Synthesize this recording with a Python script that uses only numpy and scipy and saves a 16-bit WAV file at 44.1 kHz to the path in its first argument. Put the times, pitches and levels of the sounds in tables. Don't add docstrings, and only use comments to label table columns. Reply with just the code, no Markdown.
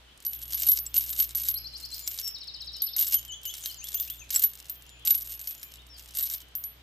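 import sys
import numpy as np
from scipy import signal
from scipy.fft import rfft, irfft
from scipy.io import wavfile
from scipy.ndimage import uniform_filter1d, minimum_filter1d

SR = 44100
rng = np.random.default_rng(int(sys.argv[2]) if len(sys.argv) > 2 else 0)


def wav_out(sig):
    wavfile.write(sys.argv[1], SR, np.round(np.clip(np.atleast_2d(sig).T, -1, 1) * 32767).astype(np.int16))


N = 300762
TIME = np.arange(N) / SR
RING_TIME = TIME[:SR // 3]


def from_db(db):
    return 10 ** (np.asarray(db) / 20)


def at_hz(points, hz):
    point_hz, values = np.transpose(points)
    return np.interp(np.log(hz + 1), np.log(point_hz), values)


def add(track, start_s, sound):
    i = max(round(start_s * SR), 0)
    track[i:i + len(sound)] += sound[:max(len(track) - i, 0)]


# frequency in Hz, relative level in dB.
AIR_COLOUR = [(15, -33.5), (25, -11.5), (66, -12), (134, -8), (175, -14), (962, -16), (2280, -16),
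              (3160, -12.5), (3520, -13.5), (4140, -17.5), (5000, -22), (13200, -36.5), (16000, -30)]
# frequency in Hz, likeness from 0 to 1.
EAR_LIKENESS = [(60, 0.88), (250, 0.68), (700, 0.13), (3000, 0), (7000, 0.06), (9000, 0.83)]


def air(level_db=-57.5):
    hz = np.fft.rfftfreq(N, 1 / SR)
    alike = np.clip(at_hz(EAR_LIKENESS, hz), 0, 1)
    shared, opposite = rfft(rng.standard_normal((2, N))) * from_db(at_hz(AIR_COLOUR, hz))
    noise = irfft(np.sqrt(1 + alike) * shared + np.sqrt(1 - alike) * opposite * [[1], [-1]], N)
    return from_db(level_db) * noise / np.sqrt(np.mean(noise ** 2))


# time in seconds, level in dB.
HUM_LEVELS = [(0.0, -59), (0.23, -67), (0.38, -52.5), (1.42, -52), (2.49, -61.5), (2.71, -53),
              (2.83, -63.5), (3.21, -54), (3.46, -61.5), (4.21, -54.5), (4.5, -61), (5.32, -54.5),
              (5.62, -65.5), (5.79, -55), (6.61, -59.5), (6.82, -58)]
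# multiple of the mains frequency, relative level in dB.
HUM_HARMONICS = [(1, -1), (2, -12), (3, -33), (5, -21.5)]


def hum(mains_hz=60.15, gain_db=1.5):
    tone = sum(from_db(db) * np.sin(2 * np.pi * (multiple * mains_hz * TIME + rng.random()))
               for multiple, db in HUM_HARMONICS)
    level_db = np.interp(TIME, *np.transpose(HUM_LEVELS))
    return np.sqrt(2) * from_db(gain_db + level_db) * tone


NOTE_SHAPES = { "up": (0.047, 0.73, 0.73, [4440, 4086, 4204, 4980, 5970]),
               "whistle": (0.085, .55, 0.7, [5650, 5400, 5330]),
               "down": (0.045, 0.22, 0.78, [5050, 5520, 4460, 4100, 3756, 3800, 3470]),
               "slur": (0.078, 0.53, 0.49, [5630, 5350, 4300]),
               "vee": (0.099, 0.52, 1.12, [7930, 7230, 6100, 6900, 7800]),
               "low dip": (0.076, 0.76, 0.51, [3230, 2960, 3023, 3570]),
               "low fall": (.09, 0.75, 0.84, [3200, 3250, 2850]),
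               "low rise": (0.089, 0.47, 0.83, [2200, 3400, 3750]),
               "thin": (0.15, 0.21, 0.7, [6980, 7250, 6700]),
               "drop": (0.054, 0.38, 1.7, [2950, 2450, 2180]),
               "arch": (0.071, 0.51, 1.0, [2400, 3700, 3600])}


def bird_note(length, loudest, swell, pitches, waver=0.008, flutter_db=2.0):
    progress = np.linspace(0, 1, int(length * SR))
    pitches = np.array(pitches) * (1 + waver * rng.normal(size=len(pitches)))
    hz = np.interp(progress, np.linspace(0, 1, len(pitches)), pitches)
    hz = uniform_filter1d(hz, len(hz) // len(pitches) // 2, mode="nearest")
    level = np.interp(progress, [0, loudest, 1], [0, 1, 0]) ** swell
    flutter = np.interp(progress, np.linspace(0, 1, 10), flutter_db * rng.normal(size=10))
    return level * from_db(flutter) * np.sin(2 * np.pi * np.cumsum(hz) / SR)


# start in seconds, kind of note, level in dB.
CHIRPS = [(.06, "low dip", -58.5), (2.009, "thin", -44), (2.22, "whistle", -31.5), (2.54, "low dip", -55.5),
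          (2.725, "slur", -43), (2.741, "low dip", -54.5), (2.865, "arch", -45), (3.110, "low fall", -42),
          (3.631, "low fall", -43), (3.684, "up", -40.5), (4.157, "vee", -45), (4.201, "drop", -47),
          (4.864, "thin", -56), (5.56, "thin", -54), (5.762, "arch", -54), (5.894, "slur", -47)]
# start in seconds, kind of note, number of notes,
# seconds from note to note, level in dB.
TRILLS = [(1.544, "up", 5, .0913, -34), (2.340, "down", 10, .0652, -35.5), (3.121, "vee", 6, .158, -39.5),
          (3.275, "low dip", 2, .164, -37.5), (3.809, "low rise", 3, .13, -44)]


def near_birds(trill_gain_db=-0.5):
    out = np.zeros(N)
    for start, shape, db in CHIRPS:
        add(out, start, from_db(db) * bird_note(*NOTE_SHAPES[shape]))
    for start, shape, count, period, db in TRILLS:
        for k in range(count):
            add(out, start + k * period, from_db(db + trill_gain_db) * bird_note(*NOTE_SHAPES[shape]))
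    return out


def distant_birds(db=-55, centre_hz=2900, bend=0.14, count=60):
    out = np.zeros(N)
    for start in rng.uniform(0, N / SR, count):
        pitches = centre_hz * np.exp(bend * rng.normal(size=3))
        add(out, start, from_db(db) * bird_note(length=0.083, loudest=0.32, swell=0.36, pitches=pitches))
    return out


def coloured(x, spectrum, size=1024):
    gains = from_db(at_hz(spectrum, np.fft.rfftfreq(size, 1 / SR)))
    cepstrum = irfft(np.log(gains))
    cepstrum[1:size // 2] *= 2
    cepstrum[size // 2 + 1:] = 0
    response = irfft(np.exp(rfft(cepstrum)))
    return signal.oaconvolve(x, response)[:len(x)]


def fade(t, t60):
    return np.exp(-np.log(1000) * t / t60)


# frequency in Hz, relative level in dB.
TICK_COLOUR = [(300, -30.5), (900, -19.5), (1800, -12), (2600, -7.5), (3800, 1), (5500, 3.5), (8000, 1),
               (10500, -0.5), (15000, -8)]


def tick(chatter=0.09, chatter_t60=0.025, uneven_db=3.0, samples=700):
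    force = chatter * rng.standard_normal(samples) * fade(TIME[:samples], chatter_t60)
    force[0] = 1
    sound = coloured(force, [(hz, db + uneven_db * rng.normal()) for hz, db in TICK_COLOUR])
    return sound / np.abs(sound).max()


def mode(hz, t60, rise_s=0.00047):
    envelope = (1 - np.exp(-RING_TIME / rise_s)) * fade(RING_TIME, t60)
    return envelope * np.sin(2 * np.pi * hz * RING_TIME)


# frequency in Hz, relative level in dB.
LINK_UPPER_MODES = [(12750, -8), (13060, 1), (13420, 3), (13560, -1), (13770, -8), (14300, -13),
                    (14560, -32), (14950, -11)]


def link(t60, upper_hz, main_hz=11800, twin_split=0.0057, twin_db=-6, neighbours_db=-12, uneven_db=5):
    def twins(hz, life):
        twin_hz = hz * (1 + twin_split * rng.normal())
        return mode(hz, life) + from_db(twin_db) * mode(twin_hz, life)
    main = twins(main_hz * (1 + 0.00294 * rng.normal()), t60)
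    upper = twins(upper_hz, t60 * 0.46)
    for k, (hz, db) in enumerate(LINK_UPPER_MODES):
        gain = (-1) ** k * from_db(neighbours_db + db + uneven_db * rng.normal())
        upper += gain * mode(hz * (1 + 0.004 * rng.normal()), t60 * 1.4)
    return main, upper


CALM_DB, BUSY_DB = -61.5, -37
RING_GROWTH = 1.55
# start in seconds, end in seconds, strength in dB,
# damping of the main tone in dB (high when the chain is taut or pinched).
SHAKES = [(0.159, 0.233, -59.5, 16), (0.256, 0.494, -53.5, -8), (0.505, 0.666, -41, 8),
          (0.664, .77, -42, -2), (0.942, 1.011, -39, -3), (1.007, 1.172, -45.5, 3), (1.173, 1.23, -40, -3),
          (1.23, 1.313, -47.5, 9), (1.35, 1.5, -42.5, 0), (1.758, 2.062, -52, 16.5),
          (2.061, 2.29, -47, -0.5), (2.966, 3.148, -38, 1), (3.146, 3.252, -52.5, -3),
          (3.431, 3.75, -49, 14), (3.829, 4.15, -50, 18), (4.304, 4.455, -39.5, 3), (4.452, 4.733, -56, 20),
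          (5.05, 5.211, -43, -5.5), (5.242, 5.506, -50, -5), (5.506, 5.748, -59, -6.5),
          (5.951, 6.16, -55, 14), (6.149, 6.34, -41.5, 1), (6.342, 6.419, -55, 7)]
HANDLING = (0.46, 6.5, -64.5, 3)


def rattle(calm_per_s=55, busy_per_s=400, spread_db=5.0, t60=0.12, settle_s=0.012,
           tick_db=2.5, main_db=8.5, upper_db=10.0):
    contacts = np.zeros((len(LINK_UPPER_MODES), 3, N))
    for start, end, db, damping_db in SHAKES + [HANDLING]:
        per_s = np.interp(db, [CALM_DB, BUSY_DB], [calm_per_s, busy_per_s])
        count = int(max(per_s * (end - start), 2))
        when, softness, which = rng.random((3, 400))[:, :count]
        times = start + (end + 2 * settle_s - start) * when
        force = from_db(spread_db * np.minimum(-np.log(softness), 3))
        force *= np.exp(-np.maximum(times - end, 0) / settle_s)
        force *= np.sqrt((end - start) * SR / np.sum(force ** 2))
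        ring_db = BUSY_DB + RING_GROWTH * (db - BUSY_DB)
        levels = from_db([db + tick_db, ring_db + main_db - damping_db, ring_db + upper_db])
        at_sample = np.minimum(times * SR, N - 1).astype(int)
        hit_link = (which * len(contacts)).astype(int)
        contacts[hit_link, :, at_sample] = force[:, None] * levels
    out = np.zeros(N)
    for trains, (upper_hz, mode_db) in zip(contacts, LINK_UPPER_MODES):
        sounds = (tick(), *link(t60, upper_hz))
        for train, sound, gain in zip(trains, sounds, (1, 1, from_db(mode_db))):
            out += gain * signal.oaconvolve(train, sound / np.linalg.norm(sound))[:N]
    return out


# start in seconds, tick level in dB, main tone level in dB,
# upper tone level in dB, upper tone frequency in Hz.
CLINKS = [(0.2503, -24, -32, -44, 12800), (0.2649, -21.5, -24, -33, 12700),
          (0.3332, -20.5, -34, -31, 12700), (0.5327, -15.5, -28, -37, 12800),
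          (0.5444, -20.5, -23, -37, 12900), (0.6329, -16, -34, -39, 12800), (0.6669, -19, -20, -29, 12700),
          (0.687, -8.5, -10.5, -17, 12800), (0.7178, -15, -16, -32, 12700),
          (0.7742, -14.5, -42, -43, 14200), (0.788, -15, -35.5, -27, 12900),
          (0.9652, -16.5, -27, -26, 12800), (0.9775, -17, -19, -24, 12800), (1.0392, -22, -42, -31, 13800),
          (1.1029, -20.5, -35, -27.5, 13100), (1.191, -16, -22, -25, 13400),
          (1.2008, -11, -19.5, -20, 13600), (1.3497, -16.5, -23, -32, 12700),
          (1.4858, -14, -20.5, -25, 13800), (1.5414, -22.5, -26.5, -44, 12700),
          (1.9635, -30, -50, -38, 13600), (2.0764, -12, -45, -26, 13600),
          (2.1884, -16.5, -39.5, -37, 13400), (2.82, -20, -21, -33, 13800),
          (2.9644, -14.5, -28, -26, 13700), (2.9919, -16, -21, -24, 13800),
          (3.0115, -11.5, -16, -24, 12800), (3.1421, -13, -15, -28, 12600), (3.454, -25.5, -36, -33, 13800),
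          (3.5397, -22.5, -58, -46, 13800), (3.659, -13.5, -34, -32, 13400),
          (3.8417, -21.5, -37.5, -38, 12600), (3.8861, -23, -36.5, -47, 13500),
          (3.9443, -18.5, -40, -20.5, 13500), (3.9993, -17, -44, -20, 13530),
          (4.1006, -19, -60, -27, 13600), (4.3049, -15, -47, -34, 13400), (4.3601, -9.5, -28, -26, 13700),
          (4.437, -14.5, -14, -19, 13600), (4.6968, -22, -69, -26.5, 13600), (5.074, -9, -18, -32, 12700),
          (5.1064, -10.5, -16.5, -33, 12700), (5.1495, -16.5, -23, -39, 12700), (5.3, -31, -56, -43, 13600),
          (5.4737, -21, -29.5, -37, 12700), (5.6308, -21.5, -49, -37, 13600),
          (6.2262, -27, -22, -33, 12700), (6.3004, -19, -33, -37, 12800), (6.5523, -23, -47, -24.5, 12800),
          (6.6389, -23, -32.5, -39, 13800)]


def clinks(free_t60=0.24, crowded_t60=0.12, tick_gain_db=1.5, main_gain_db=1.0, upper_gain_db=-1.0):
    out = np.zeros(N)
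    for s, tick_db, main_db, upper_db, upper_hz in CLINKS:
        shake_db = max([CALM_DB] + [db for start, end, db, _ in SHAKES if start <= s < end])
        t60 = np.interp(shake_db, [CALM_DB, BUSY_DB], [free_t60, crowded_t60])
        main, upper = link(t60, upper_hz)
        add(out, s, from_db(tick_db + tick_gain_db) * tick())
        add(out, s, from_db(main_db + main_gain_db) * main)
        add(out, s, from_db(upper_db + upper_gain_db) * upper)
    return out


def struck(blows, modes):
    ring = sum(from_db(db) * mode(hz, t60) for hz, db, t60 in modes)
    out = np.zeros(N)
    for start, db in blows:
        add(out, start, from_db(db) * ring)
    return out


# start in seconds, level in dB.
END_RING_HITS = [(.864, -24), (1.915, -36), (2.076, -28), (2.278, -29.5), (3.069, -26), (4.3493, -17.5),
                 (4.36, -9.5), (5.076, -26)]
# frequency in Hz, relative level in dB, seconds to fade by 60 dB.
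END_RING_MODES = [(5480, -12, .03), (7700, 0, .045), (10190, -14, .035)]


def end_ring(tick_gain_db=1.0):
    out = struck(END_RING_HITS, END_RING_MODES)
    for start, db in END_RING_HITS:
        add(out, start, from_db(db + tick_gain_db) * tick())
    return out


# start in seconds, level in dB.
HITCH_KNOCKS = [(3.142, -58), (4.362, -51.5), (5.074, -53)]
# frequency in Hz, relative level in dB, seconds to fade by 60 dB.
HITCH_MODES = [(670, 1.5, 0.038), (920, 2.5, 0.037), (1420, 7, 0.037)]


def hitch():
    return struck(HITCH_KNOCKS, HITCH_MODES)


def reflections(x, t60, dull_hz, gap_s):
    t = TIME[:SR]
    echoes = rng.standard_normal((2, SR)) * fade(t, t60) * (t > gap_s)
    echoes /= np.linalg.norm(echoes, axis=1, keepdims=True)
    echoes = signal.sosfilt(signal.butter(6, dull_hz, fs=SR, output="sos"), echoes)
    return signal.oaconvolve(x[None], echoes, axes=1)[:, :N]


def from_left(x, pan_db, lag_s):
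    delayed = np.interp(TIME - lag_s, TIME, x)
    return np.array([x * from_db(pan_db / 2), delayed * from_db(-pan_db / 2)])


def scene():
    chain = clinks() + end_ring() + hitch() + rattle()
    song, far_song = near_birds(), distant_birds()
    ground = from_db(-3) * reflections(chain, t60=0.08, dull_hz=3640, gap_s=0.0005)
    toy = from_db(-54) * reflections(chain, t60=0.0246, dull_hz=14000, gap_s=0.0005)
    walls = from_db(-15.5) * reflections(chain, t60=0.39, dull_hz=5640, gap_s=0.0034)
    birds = from_left(song, pan_db=6.0, lag_s=2.6e-5)
    birds += from_db(-3.5) * from_left(far_song, pan_db=3.5, lag_s=0.00021)
    bird_echo = from_db(-3.5) * reflections(song + far_song, t60=0.5, dull_hz=6000, gap_s=0.012)
    return chain + ground + toy + walls + birds + bird_echo + hum() + air()


def record(dry, cutoff_hz=15100, ceiling_db=-8.0, hold_s=0.0031):
    filtered = signal.sosfilt(signal.ellip(10, 0.3, 80, cutoff_hz, fs=SR, output="sos"), dry)
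    window = 2 * int(hold_s * SR / 2) + 1
    peaks = np.abs(filtered).max(axis=0)
    allowed_gain = np.minimum(1, from_db(ceiling_db) / (peaks + 1e-9))
    return filtered * uniform_filter1d(minimum_filter1d(allowed_gain, window), window)


dry = scene()
out = record(dry)
wav_out(out)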